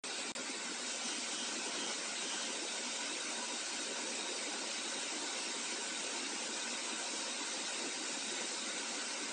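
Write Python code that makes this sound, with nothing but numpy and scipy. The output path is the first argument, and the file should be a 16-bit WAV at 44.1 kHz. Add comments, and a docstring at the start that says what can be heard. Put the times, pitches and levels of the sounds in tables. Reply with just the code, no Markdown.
"""A handheld laser cleaner strips the black coat off a round metal part on a steel bench, in mono.
From the start, cooling fans rush (turbulent air in resonant ducts) and hum; the sound drops out briefly.
The beam grazes the rim, then bites in: the coat vaporises in tiny bursts, a sizzle with weak echoes.
The bursts recur at each pass, so they also sing in harmonics, which fall and swell as the passes lengthen.
At last the singing sinks into the sizzle, which carries on over the fans."""
import sys
import numpy as np
from scipy import signal
from scipy.fft import rfft, irfft, next_fast_len
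from scipy.io import wavfile
from scipy.ndimage import uniform_filter1d, map_coordinates

SR = 44100
rng = np.random.default_rng(int(sys.argv[2]) if len(sys.argv) > 2 else 0)


def to_wav(s):
    """Save 16-bit WAV."""
    ch = np.atleast_2d(s).T  # columns
    pcm = np.round(np.clip(ch, -1, 1) * 32767)  # PCM
    wavfile.write(sys.argv[1], SR, pcm.astype(np.int16))


N = 411012
TIME = np.arange(N) / SR


def amp(db):
    """Amplitude ratio of a level in decibels."""
    return 10 ** (np.asarray(db) / 20)


def unit(x):
    """Normalisation to an rms of 1."""
    return x / np.sqrt(np.mean(np.abs(x) ** 2) + 1e-20)


def since(start_s):
    """Elapsed time in seconds, zero before the start."""
    return np.maximum(TIME - start_s, 0)


def rise(start_s, length_s):
    """Linear ramp from 0 to 1 that stays at 1."""
    return np.minimum(since(start_s) / length_s, 1)


def wobble(knots_per_s):
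    """Smooth random modulation: a spline through Gaussian knots."""
    coarse = np.arange(0, N + 64, 64)
    knots = rng.standard_normal(int(N * knots_per_s / SR) + 4)
    return np.interp(np.arange(N), coarse, map_coordinates(knots, [coarse * knots_per_s / SR]))


def colour(points, hz):
    """Spectral envelope: gain through (frequency [Hz], level [dB]) points on a log frequency axis."""
    points_hz, db = np.transpose(points)
    return amp(np.interp(np.log(hz + 1), np.log(points_hz + 1), db))


def resonance(hz, centre_hz, width_hz):
    """Lorentzian resonance curve, gain 1 at its centre."""
    return 1 / (1 + 2 * ((hz - centre_hz) / width_hz) ** 2)


def filtered(x, response):
    """Linear filtering: the spectrum of x times a frequency response."""
    size = next_fast_len(N + 8192)
    return irfft(rfft(x, size) * response(np.fft.rfftfreq(size, 1 / SR)), size)[:N]


def turbulence(patchy_db, patch_bins):
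    """Intermittency: white noise with short, bounded patches of gain in time and frequency."""
    spectra = signal.stft(rng.standard_normal(N), nperseg=1024)[2]
    field = uniform_filter1d(rng.standard_normal(spectra.shape), size=patch_bins, axis=0)
    field = uniform_filter1d(field, size=3, axis=1)
    patches = amp(patchy_db * unit(np.tanh(unit(field))))
    return signal.istft(spectra * patches, nperseg=1024)[1][:N]


# Spectral envelope of the cooling air: (frequency [Hz], relative level [dB])
AIR_SPECTRUM = [(110, -14), (190, -9), (235, -2), (330, -0.5), (440, -4), (540, -3.5), (630, -5), (950, -3),
                (1250, -5), (1700, -7), (2430, -5.5), (3470, -4.5), (4150, -4), (9000, -7.5)]
# Resonances of the ducts and housing: (frequency [Hz], width [Hz], level relative to the air [dB])
DUCT_MODES = [(255, 63, -4.5), (281, 7.9, -2), (350, 54, -4.5), (537, 70, 1.5), (801, 54, 1),
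              (1502, 140, 6), (2530, 330, -9), (3700, 240, -2)]


def fan_air(crossover_hz=750, swell_s=1.85, swell_width_s=0.09, swell_db=4):
    """Turbulent flow excites duct resonances: a churning rush that swells once, and a steadier hiss."""
    def ducted(hz):
        mode_power = sum((amp(db) * resonance(hz, centre, width)) ** 2
                         for centre, width, db in DUCT_MODES)
        return colour(AIR_SPECTRUM, hz) * np.sqrt(1 + mode_power)

    def low_share(hz):
        return 1 / (1 + (hz / crossover_hz) ** 4)

    churn = turbulence(patchy_db=3.6, patch_bins=5) * amp(0.7 * wobble(24))
    rush = unit(filtered(churn, lambda hz: ducted(hz) * np.sqrt(low_share(hz))))
    # Response of the outlet: (frequency [Hz], gain [dB])
    outlet = [(700, -13), (1150, -3.5), (1500, -2), (1750, -1.5), (2100, 2), (2700, 0.5), (3250, -3.5),
              (3800, -1), (5200, -0.5), (6500, -2), (7400, 2.5), (9000, -1), (11000, -20.5)]
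    flow = turbulence(patchy_db=4, patch_bins=3)
    hiss = unit(filtered(flow, lambda hz: ducted(hz) * colour(outlet, hz) * np.sqrt(1 - low_share(hz))))
    swell = np.exp(-((TIME - swell_s) / swell_width_s) ** 2)
    return amp(-48.5 + swell_db * swell) * rush + amp(-42 + 0.17 * wobble(20)) * hiss


# Fan and pump tones: (frequency [Hz], level [dB])
ROTOR_TONES = [(208, -72), (237, -63.5), (286, -68), (414, -67.5), (468, -75.5), (555, -65.5), (696, -65.5),
               (1367, -65.5), (1393, -71.5), (1951, -68.5)]


def rotor_hum():
    """Periodic forcing by blades and motors radiates tones, each unsteady in pitch and strength."""
    tones = np.zeros(N)
    for hz, db in ROTOR_TONES:
        phase = 2 * np.pi * np.cumsum(hz + 4.5 * wobble(35)) / SR
        waver = amp(3 * wobble(16))
        tones += amp(db) * waver * np.sqrt(2) * np.sin(phase)
    return tones


def early_reflections(x, echo_db, count=24):
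    """Reflection: the bench, machine and walls add weak copies within a thirtieth of a second."""
    echoes = np.zeros(SR // 30)
    echoes[rng.integers(SR // 400, len(echoes), count)] = rng.choice([-1, 1], count) / np.sqrt(count)
    reflected = amp(echo_db) * signal.fftconvolve(x, echoes)[:N]
    return (x + reflected) / np.hypot(1, amp(echo_db))


EDGE_S = 0.75  # the beam starts inward from the edge of the part


def scan_rate(first_pass_s=0.002925, growth_s_per_root_s=0.001428):
    """Frequency is the inverse of period: a pass lengthens with its chord, as the root of time."""
    return 1 / (first_pass_s + growth_s_per_root_s * np.sqrt(since(EDGE_S)))


def scan_phase():
    """Phase is the integral of frequency: one cycle for each pass of the beam."""
    return 2 * np.pi * np.cumsum(scan_rate()) / SR


# Hollow bands within the sizzle: (frequency [Hz], width [Hz], level at full strength [dB])
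BLIP_BANDS = [(950, 70, -56), (1504, 90, -59.5), (2485, 280, -59.5), (3792, 140, -53.5)]


def hollow_blips(build_s=1.5, ease_db_per_s=0.24):
    """Deep amplitude modulation breaks narrow noise bands into blips, which build and then ease off."""
    blips = np.zeros(N)
    for centre, width, db in BLIP_BANDS:
        band = unit(filtered(rng.standard_normal(N), lambda hz: resonance(hz, centre, width)))
        flutter = amp(7.6 * np.tanh(wobble(34)))
        blips += amp(db) * unit(band * flutter)
    build = 0.5 + 0.5 * rise(EDGE_S, build_s)
    ease = amp(-ease_db_per_s * since(EDGE_S + build_s))
    return build * ease * blips


# Spectral envelope of the vaporising coat: (frequency [Hz], relative level [dB])
VAPOUR_SPECTRUM = [(300, -7), (900, -11.5), (1800, -12.5), (2600, 0.5), (3100, 0), (3450, -9), (4500, -6),
                   (5700, 4), (6500, 2.5), (7400, -2.5), (9000, -1)]


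def vapour_sizzle(graze_s=0.35, bite_s=0.82, flare_db=2.5, settle_s=0.55):
    """Ablation: countless vapour bursts, bunched at each pass, sum to noise that flares and settles."""
    graze = amp(-51) * rise(graze_s, length_s=0.25)
    flare = np.exp(-since(bite_s) / settle_s)
    bite = amp(-44 + flare_db * flare) * rise(bite_s, length_s=0.06)
    bursts = turbulence(patchy_db=4.5, patch_bins=3)
    bursts *= amp(0.74 * wobble(600) + 0.5 * np.cos(scan_phase()))
    fizz = unit(filtered(bursts, lambda hz: colour(VAPOUR_SPECTRUM, hz)))
    return np.maximum(graze, bite) * amp(1.1 * wobble(16)) * fizz


def overtones(orders, centre_hz, width_hz, waver_db, jitter_rad):
    """Formant shaping: multiples of the scan rate are loud while they glide through one fixed band."""
    rate, phase = scan_rate(), scan_phase()
    partials = np.zeros(N)
    for k in orders:
        strength = resonance(k * rate, centre_hz, width_hz) ** 2 * amp(waver_db * wobble(16))
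        partials += strength * np.sin(k * phase + jitter_rad * wobble(70) + rng.uniform(0, 2 * np.pi))
    return unit(partials)


def beam_singing(straddle_hz=3055, trough_db=-15, hold_until_s=2.3, fade_db_per_s=12, trace_db=-14):
    """Periodic bursts form a harmonic series, which falls with the scan rate and fades to a trace."""
    main = overtones(np.arange(9, 21), centre_hz=3095, width_hz=470, waver_db=1.3, jitter_rad=0.2)
    # Outward and return strokes differ, which adds half-integer orders.
    upper = overtones(np.arange(36, 68) / 2, centre_hz=5900, width_hz=1500, waver_db=3, jitter_rad=0.5)
    # The level swells whenever two harmonics straddle one pitch, so the swells slow with the glide.
    straddle = np.sin(np.pi * straddle_hz / scan_rate()) ** 2
    swell = amp(trough_db) + (1 - amp(trough_db)) * straddle
    fade_db = np.maximum(-fade_db_per_s * since(hold_until_s), trace_db)
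    envelope = amp(-48 + fade_db) * rise(EDGE_S, length_s=0.26) * swell
    return envelope * (main + amp(-6) * upper)


def scene():
    """Superposition of the fans and the beam, the same in both channels."""
    sizzle = early_reflections(vapour_sizzle() + hollow_blips(), echo_db=-9)
    beam = sizzle + beam_singing()
    mono = fan_air() + rotor_hum() + beam
    return np.array([mono, mono])


# A muted first instant and one dropout in two steps: (start time [s], end time [s], gain [dB])
DROPOUTS = [(0, .037, -70), (.32, .337, -21), (.337, .351, -46)]


def dropout_gain():
    """Gating: the gain is 1 except during brief dips with smoothed edges."""
    gain = np.ones(N)
    for start, end, db in DROPOUTS:
        gain[(TIME >= start) & (TIME < end)] = amp(db)
    return uniform_filter1d(gain, size=32)


def record(dry):
    """Band limiting: the microphone sheds the bass and the top; the sound cuts in and drops out once."""
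    # Bass response: (frequency [Hz], gain [dB])
    bass_cut = [(30, -27.5), (75, -27), (105, -22), (150, -10.5), (200, -0.5)]
    top_hz, taper_hz = 9110, 140
    gated = filtered(dry[0], lambda hz: colour(bass_cut, hz)) * dropout_gain()
    mono = filtered(gated, lambda hz: np.clip((top_hz - hz) / taper_hz, 0, 1))
    return np.array([mono, mono])


dry = scene()
out = record(dry)
to_wav(out)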